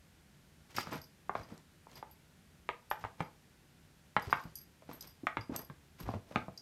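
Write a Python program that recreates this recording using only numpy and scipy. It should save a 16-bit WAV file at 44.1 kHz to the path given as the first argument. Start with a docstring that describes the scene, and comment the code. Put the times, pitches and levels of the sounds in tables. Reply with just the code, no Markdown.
"""In a quiet room, a cat pounces on a tablet that lies on a bed.
Paws and claws knock on the glass and excite the damped modes of the tablet, while the mattress
thuds under the cat's weight. Fur and feet brush the bedspread by stick-slip friction, and
threads snap off the claws. A small metal piece on the collar jingles by repeated impact.
Short reverberation follows each sound, over a faint steady background."""
import sys
import numpy as np
from scipy import signal
from scipy.fft import rfft
from scipy.io import wavfile
from scipy.ndimage import uniform_filter1d

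SR = 44100
rng = np.random.default_rng(int(sys.argv[2]) if len(sys.argv) > 2 else 0)


def digitize_waveform(pressure):
    """Quantize a signal to 16-bit integers and store it at the path in sys.argv[1].

    Rows of a 2-D input are taken as channels; values are limited to [-1, 1].
    """
    field = np.atleast_2d(pressure).T
    bounded = np.clip(field, -1, 1)
    quanta = np.round(bounded * 32767).astype(np.int16)
    wavfile.write(sys.argv[1], SR, quanta)


N = 291894

# background noise spectrum: (frequency [Hz], relative level [dB]), then its overall level [dB]
AIR, AIR_DB = [(15, -61), (25, -18), (42, -6.5), (87, 0), (114, -9.5), (141, 0), (270, -10.5),
               (335, -12.5), (384, -13), (476, -17.5), (840, -19.5), (1260, -23), (1400, -19),
               (14000, -32.5), (16000, -49)], -63.5
# reverberation time: (frequency [Hz], t60 [s])
REVERB_TIMES = [(150, .25), (500, .33), (1400, .27), (4000, .22), (12000, .13)]
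# colour of the reflections: (frequency [Hz], gain [dB])
REVERB_SPECTRUM = [(100, 0), (300, -4.5), (480, -2), (900, -6.5), (1600, -4), (2400, -3), (4000, -1.5),
                   (12000, -1)]
# strokes over the bedspread: (start [s], duration [s], dull scuff [dB], bright hiss [dB])
CLOTH_STROKES = [(0.68, 0.1, -63, -61.5), (0.743, 0.12, -49.5, -42.5), (0.841, 0.16, -49.5, -58.5),
                 (0.91, 0.11, -43.5, -57.5), (1.329, 0.15, -50.5, -61), (1.456, 0.19, -56, -68.5),
                 (1.88, 0.12, -62, -65), (1.956, 0.062, -54.5, -58), (2.973, 0.14, -59.5, -63),
                 (3.178, 0.071, -53, -67), (4.171, 0.38, -55.5, -58.5), (4.87, 0.15, -53.5, -64),
                 (4.996, 0.14, -61, -64), (5.509, 0.14, -43, -65), (5.983, 0.073, -51.5, -54.5),
                 (6.037, 0.17, -47.5, -65.5), (6.261, 0.24, -56.5, -65)]
# dull friction spectrum: (frequency [Hz], relative level [dB])
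SCUFF_SPECTRUM = [(30, -27), (100, 0.5), (250, -1.5), (500, -7), (1000, -6), (1800, -14.5), (3000, -22.5),
                  (6000, -29.5), (16000, -64)]
# bright friction spectrum: (frequency [Hz], relative level [dB])
HISS_SPECTRUM = [(30, -36), (700, -4), (2000, 15.5), (3500, 10), (5200, 10), (7000, 3.5), (10000, -2.5),
                 (12500, -1), (16000, -9)]
# claws snagging in the bedspread: (time [s], peak level [dB])
CLAW_SNAGS = [(0.756,-44), (0.7635,-39), (0.81,-38), (0.914,-44), (1.578,-47.5), (1.915,-49), (3.209,-48),
              (4.197,-48), (5.008,-41.5), (5.025,-40), (5.5628,-28.5)]
# feet landing on the mattress: (time [s], level [dB], frequency [Hz])
FOOTFALLS = [(0.955,-39.5,175), (1.399,-45,83), (1.521,-40,214), (4.272,-34,104), (4.453,-37.5,163),
             (5.234,-36.5,278), (5.388,-40,110), (5.495,-30.5,260), (5.519,-35,255), (6.009,-40.5,160),
             (6.030,-44,57.2), (6.073,-35,112), (6.148,-34,100), (6.153,-36.5,222)]
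# collar shakes: (time [s], duration [s] or 0 for one strike, level [dB], gain of upper modes [dB])
COLLAR_SHAKES = [(0.764,.07,-31,-11), (0.929,.04,-42,1), (1.016,.04,-42,-7), (1.380,0,-56,-6),
                 (1.433,0,-50,-6), (1.9553,0,-44.5,-4), (2.1118,0,-50,9), (2.902,0,-39,12), (4.223,0,-44,2),
                 (4.305,.06,-42,-1), (4.555,.07,-34,3), (4.931,.04,-43,23), (5.009,0,-37,-8),
                 (5.0728,0,-43.5,-3), (5.41,0,-46,-17), (5.561,.09,-29,7), (6.001,.04,-44,5),
                 (6.576,0,-38.5,-18)]
# modes of the collar's metal: (frequency [Hz], relative level [dB], nominal t60 [s])
COLLAR_MODES = [(4850, -6.5, 0.043), (4883, -1, 0.047), (5100, -7.5, 0.022), (5500, -11.5, 0.042),
                (6030, -4, 0.018), (6310, -7, 0.012), (8430, -10, 0.025), (11330, -8, 0.031),
                (11490, -1, 0.037), (11970, 0, 0.03), (12620, 2.5, 0.029), (15000, -19, 0.031)]
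# modes of glass and case: (frequency [Hz], relative level [dB], t60 [s])
TABLET_MODES = [(432, -5.5, 0.02), (606, 1.5, 0.02), (852, 8.5, 0.033), (953, -10, 0.03), (1207, 0, 0.056),
                (1513, -2, 0.024), (1712, 9, 0.0083), (2173, 9, 0.011), (2820, -17, 0.0156),
                (3600, -25, .02)]
# spectrum of a claw on glass: (frequency [Hz], relative level [dB])
CLACK_SPECTRUM = [(300, -15), (1200, -17), (1800, -1), (2250, 6.5), (2800, -26), (3500, -4), (4200, -15.5),
                  (5500, -25), (16000, -44.5)]
# paw strikes on the tablet: (time [s], level [dB], contact frequency [Hz],
# relative claw strength [dB], mattress thud level [dB], thud frequency [Hz])
PAW_STRIKES = [(0.7836,-20,1170,-23.5,-36,250), (0.871,-33,1120,-33,-42,173),
               (1.2943,-20.5,1004,-29,-37,387), (1.3522,-21.5,847,-20.5,-40,396),
               (1.869,-42,870,-30,-62,300), (2.027,-32.5,836,-23,-56,295), (2.690,-23.5,716,-6.5,-44,566),
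               (2.9132,-20.5,1010,-14.5,-51,530), (3.040,-28.5,1100,-18.5,-41,99),
               (3.049,-29.5,803,-11.5,-51,252), (3.205,-25,1000,-12,-30,155.5),
               (4.1654,-13.5,1110,-16.5,-31,180), (4.3276,-9.5,1183,-26,-30.5,430),
               (4.822,-48.5,680,-14.5,-60,300), (4.891,-42,626,-16,-41,270),
               (5.2692,-20,1120,-6.5,-43.5,273), (5.370,-20.5,1260,-14.5,-34.5,288),
               (5.699,-40,1130,-18.5,-40,152), (6.089,-26,830,-37,-32,258.5),
               (6.138,-30.5,680,-20.5,-36.5,200), (6.311,-40.5,575,-32,-46,199.6),
               (6.359,-20,1150,-8.5,-25.5,212), (6.482,-34,770,-25.5,-39,168), (6.616,-40,874,-2.5,-43,295)]


def amp(db):
    """Decibels to amplitude ratio."""
    return 10 ** (np.asarray(db) / 20)


def unit_rms(x):
    """Normalisation to an rms of 1."""
    return x / np.sqrt(np.mean(x ** 2) + 1e-20)


def unit_peak(x):
    """Normalisation to a peak of 1."""
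    return x / (abs(x).max() + 1e-20)


def read(points, hz):
    """Interpolation on a log-frequency axis."""
    f, value = np.transpose(points)
    return np.interp(np.log(hz + 1), np.log(f + 1), value)


def add(mix, s, sound):
    """Superposition of a sound at time s."""
    part = mix[max(round(s * SR), 0):][:len(sound)]
    part += sound[:len(part)]


def colour(x, spectrum):
    """Spectral shaping, at an rms of 1."""
    gain = amp(read(spectrum, np.fft.rfftfreq(len(x), 1 / SR)))
    return unit_rms(np.fft.irfft(rfft(x) * gain, len(x)))


def band(x, low_hz, high_hz, order=2):
    """Causal band-pass filtering."""
    edges = [low_hz, min(high_hz, .49 * SR)]
    return signal.sosfilt(signal.butter(order, edges, "band", fs=SR, output="sos"), x)


def mode(t, hz, t60):
    """Exponential decay of one resonance."""
    return amp(-60 * t / t60) * np.sin(2 * np.pi * hz * t)


def bump(t, rise_s):
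    """A force pulse: it peaks at 1 after the rise time, then lets go."""
    return t / rise_s * np.exp(1 - t / rise_s)


def crackle(t, rise_s):
    """Superposition: many tiny contacts sum to a burst of noise."""
    return rng.standard_normal(len(t)) * bump(t, rise_s)


def background():
    """Stationary noise: faint, steady and densest in the bass."""
    return amp(AIR_DB) * colour(rng.standard_normal(N), AIR)


def room(x, first_echo_s=0.0044, echoes_per_s=4000, shift_hz=1.3):
    """Reverberation: each band decays at its own rate; the echoes shift as cat and microphone move."""
    size, out = SR // 2, np.zeros(N)
    phase = 2 * np.pi * shift_hz * np.arange(N) / SR
    for k in range(3):  # crossfade among three echo patterns
        echoes = rng.standard_normal(size) * (rng.random(size) < echoes_per_s / SR)
        echoes *= np.arange(size) > first_echo_s * SR
        hz, t, bands = signal.stft(echoes, SR, nperseg=256)
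        bands *= amp(-60 * t / read(REVERB_TIMES, hz)[:, None])
        bands /= np.linalg.norm(signal.istft(bands, SR, nperseg=256)[1])  # unit energy
        tail = signal.istft(bands * amp(read(REVERB_SPECTRUM, hz))[:, None], SR, nperseg=256)[1]
        share = np.sqrt(2 / 3) * np.cos(phase + k * np.pi / 3)
        out += signal.oaconvolve(x * share, tail)[:N]
    return out


def fibres(catches_per_s=350, catch_db=15, grip_spread_db=3.5):
    """Stick-slip friction: the weave catches and lets go in uneven clumps."""
    catches = (rng.random(N) < catches_per_s / SR) * np.minimum(rng.exponential(1, N), 3)
    catches *= rng.choice([-1, 1], N)
    grip = amp(grip_spread_db * unit_rms(uniform_filter1d(rng.standard_normal(N), SR // 200)))
    return grip * (rng.standard_normal(N) + amp(catch_db) * catches)


def brushing(rise_share=0.26):
    """Friction noise follows sliding speed, so each stroke over the bedspread swells and fades."""
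    scuff, hiss = np.zeros(N), np.zeros(N)
    for s, length, scuff_db, hiss_db in CLOTH_STROKES:
        speed = np.interp(np.arange(0, length, 1 / SR) / length, [0, rise_share, 1], [0, 1, 0])
        add(scuff, s, amp(scuff_db) * speed)
        add(hiss, s, amp(hiss_db) * speed)
    return scuff * colour(fibres(), SCUFF_SPECTRUM) + hiss * colour(fibres(), HISS_SPECTRUM)


def snags(rise_s=0.0005):
    """Sudden release of tension: a thread slips off a claw with a dry snap."""
    out, t = np.zeros(N), np.arange(SR // 30) / SR
    for s, db in CLAW_SNAGS:
        add(out, s, amp(db) * unit_peak(band(crackle(t, rise_s), 3600, 8500)))
    return out


def mattress_thuds(tap_cycles=6.5, step_cycles=10.6, rise_s=0.0011, puff_db=-7):
    """A damped oscillator: the mattress bounces under each load, with a puff from the bedspread."""
    out, t = np.zeros(N), np.arange(SR // 4) / SR
    loads = [(s, db, hz, tap_cycles) for s, *_, db, hz in PAW_STRIKES]
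    loads += [(s, db, hz, step_cycles) for s, db, hz in FOOTFALLS]
    for s, db, hz, cycles in loads:
        bounce = unit_peak(mode(t, hz, t60=cycles / hz) * (1 - np.exp(-t / rise_s)))
        puff = unit_peak(band(crackle(t, rise_s=0.0067), 70, 420))
        add(out, s, amp(db) * (bounce + amp(puff_db) * puff))
    return out


def collar_strikes(swing_s=0.027, swing_loss_db=6.5, clinks_per_s=14, clink_db=-60, spread_db=4):
    """Damped swinging: each strike is weaker. Yields (time [s], level [dB], upper-mode gain [dB])."""
    for s, length, db, upper_db in COLLAR_SHAKES:
        gaps = swing_s * (1 + 0.21 * rng.uniform(-0.86, 1, size=8))
        for k, delay in enumerate(np.cumsum(gaps) - gaps[0]):
            if k * swing_s <= length:
                yield s + delay, db - k * swing_loss_db, upper_db
    # faint random clinks as the cat moves over the bedspread
    for s, length, *_ in CLOTH_STROKES:
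        delays = np.cumsum(rng.exponential(1, size=8)) / clinks_per_s
        for delay, force, tilt in zip(delays, *rng.standard_normal((2, len(delays)))):
            if delay < length:
                yield s + delay, clink_db + spread_db * force, spread_db * tilt


def collar_jingle(click_db=-17, rattle_db=-5, rattle_s=0.02, contacts_per_s=260, rise_s=0.0004):
    """Free vibration: struck metal rings in a lower and an upper group of modes, then rattles on."""
    out, t = np.zeros(N), np.arange(SR // 6) / SR
    for s, db, upper_db in collar_strikes():
        scatter_db = 4.5 * rng.standard_normal(len(COLLAR_MODES))
        detune = 0.002 * rng.standard_normal(len(COLLAR_MODES))
        decay_scale = 2 ** (rng.random() - 0.5)  # fur damps some strikes more than others
        ring = np.zeros(len(t))
        for (hz, mode_db, t60), extra_db, shift in zip(COLLAR_MODES, scatter_db, detune):
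            gain = amp(mode_db + upper_db * (hz > 8000) + extra_db)
            ring += gain * mode(t, hz * (1 + shift), t60 * decay_scale)
        ring = unit_peak(ring * (1 - np.exp(-t / rise_s)))
        click = unit_peak(band(crackle(t, rise_s=0.00072), 4800, 14000))
        clink = ring + amp(click_db) * click
        contacts = (rng.random(len(t)) < contacts_per_s / SR) * rng.uniform(-1, 1, len(t))
        contacts *= amp(rattle_db) * np.exp(-t / rattle_s)
        contacts[0] = 1  # the strike itself
        add(out, s, amp(db) * signal.fftconvolve(contacts, clink)[:len(t)])
    return out


def tablet_case(t, contact_hz, width_octaves=1.2, ring_db=-12, chatter_db=-14):
    """Resonance: a contact feeds the modes near its own frequency, and the case chatters."""
    ring = np.zeros(len(t))
    for hz, mode_db, t60 in TABLET_MODES:
        coupling = np.exp(-(np.log2(hz / contact_hz) / width_octaves) ** 2 / 2)
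        gain = amp(mode_db + 2 * rng.standard_normal())  # where the paw lands changes the mix
        ring += gain * coupling * mode(t, hz * rng.uniform(1.0, 1.03), t60) * rng.choice([-1, 1])
    ring = unit_peak(ring * (1 - np.exp(-t * contact_hz)))
    chatter = unit_peak(band(crackle(t, rise_s=0.003), 0.59 * contact_hz, 2.06 * contact_hz, order=3))
    return amp(ring_db) * ring + amp(chatter_db) * chatter


def tablet_knocks(swell_cycles=0.82, rock_s=0.00218, rock_db=-7, clack_db=6):
    """Impact on a plate: a paw flexes the glass briefly, the tablet rocks back and a claw clacks."""
    out, t = np.zeros(N), np.arange(SR // 8) / SR
    for s, db, hz, claw_db, *_ in PAW_STRIKES:
        flex = bump(t, swell_cycles / hz) ** 2.52 * np.sin(2 * np.pi * hz * t)
        blow = flex.copy()
        add(blow, rock_s * rng.uniform(0.725, 1.24), amp(rock_db) * flex)
        case_db = 13 + 0.63 * claw_db  # the more claw in a strike, the more the case rings
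        # a small plate radiates little bass, and the soft pad puts in little treble
        body = band(blow + amp(case_db) * tablet_case(t, hz), 300, 4500)
        clack = unit_peak(colour(rng.standard_normal(len(t)), CLACK_SPECTRUM) * bump(t, rise_s=0.00044))
        add(out, s, amp(db) * (body + amp(clack_db + claw_db) * clack))
    return out


def scene(knock_send_db=-6, bed_send_db=-9, collar_send_db=-5):
    """Superposition: direct sound, reverberation and background add at the microphone."""
    knocks, jingle = tablet_knocks(), collar_jingle()
    bed = band(mattress_thuds() + brushing() + snags(), 35, 0.49 * SR)
    reverb = room(amp(knock_send_db) * knocks + amp(bed_send_db) * bed + amp(collar_send_db) * jingle)
    return (background() + reverb + bed + jingle + knocks)[None]


def record(dry, low_hz=24, high_hz=15900):
    """Band limiting: the microphone loses the deepest bass, the recorder the highest treble."""
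    highpass = signal.butter(2, low_hz, "high", fs=SR, output="sos")
    lowpass = signal.firwin(511, high_hz, window=("kaiser", 9), fs=SR)
    return signal.oaconvolve(signal.sosfilt(highpass, dry), lowpass[None], "same")


dry = scene()
out = record(dry)
digitize_waveform(out)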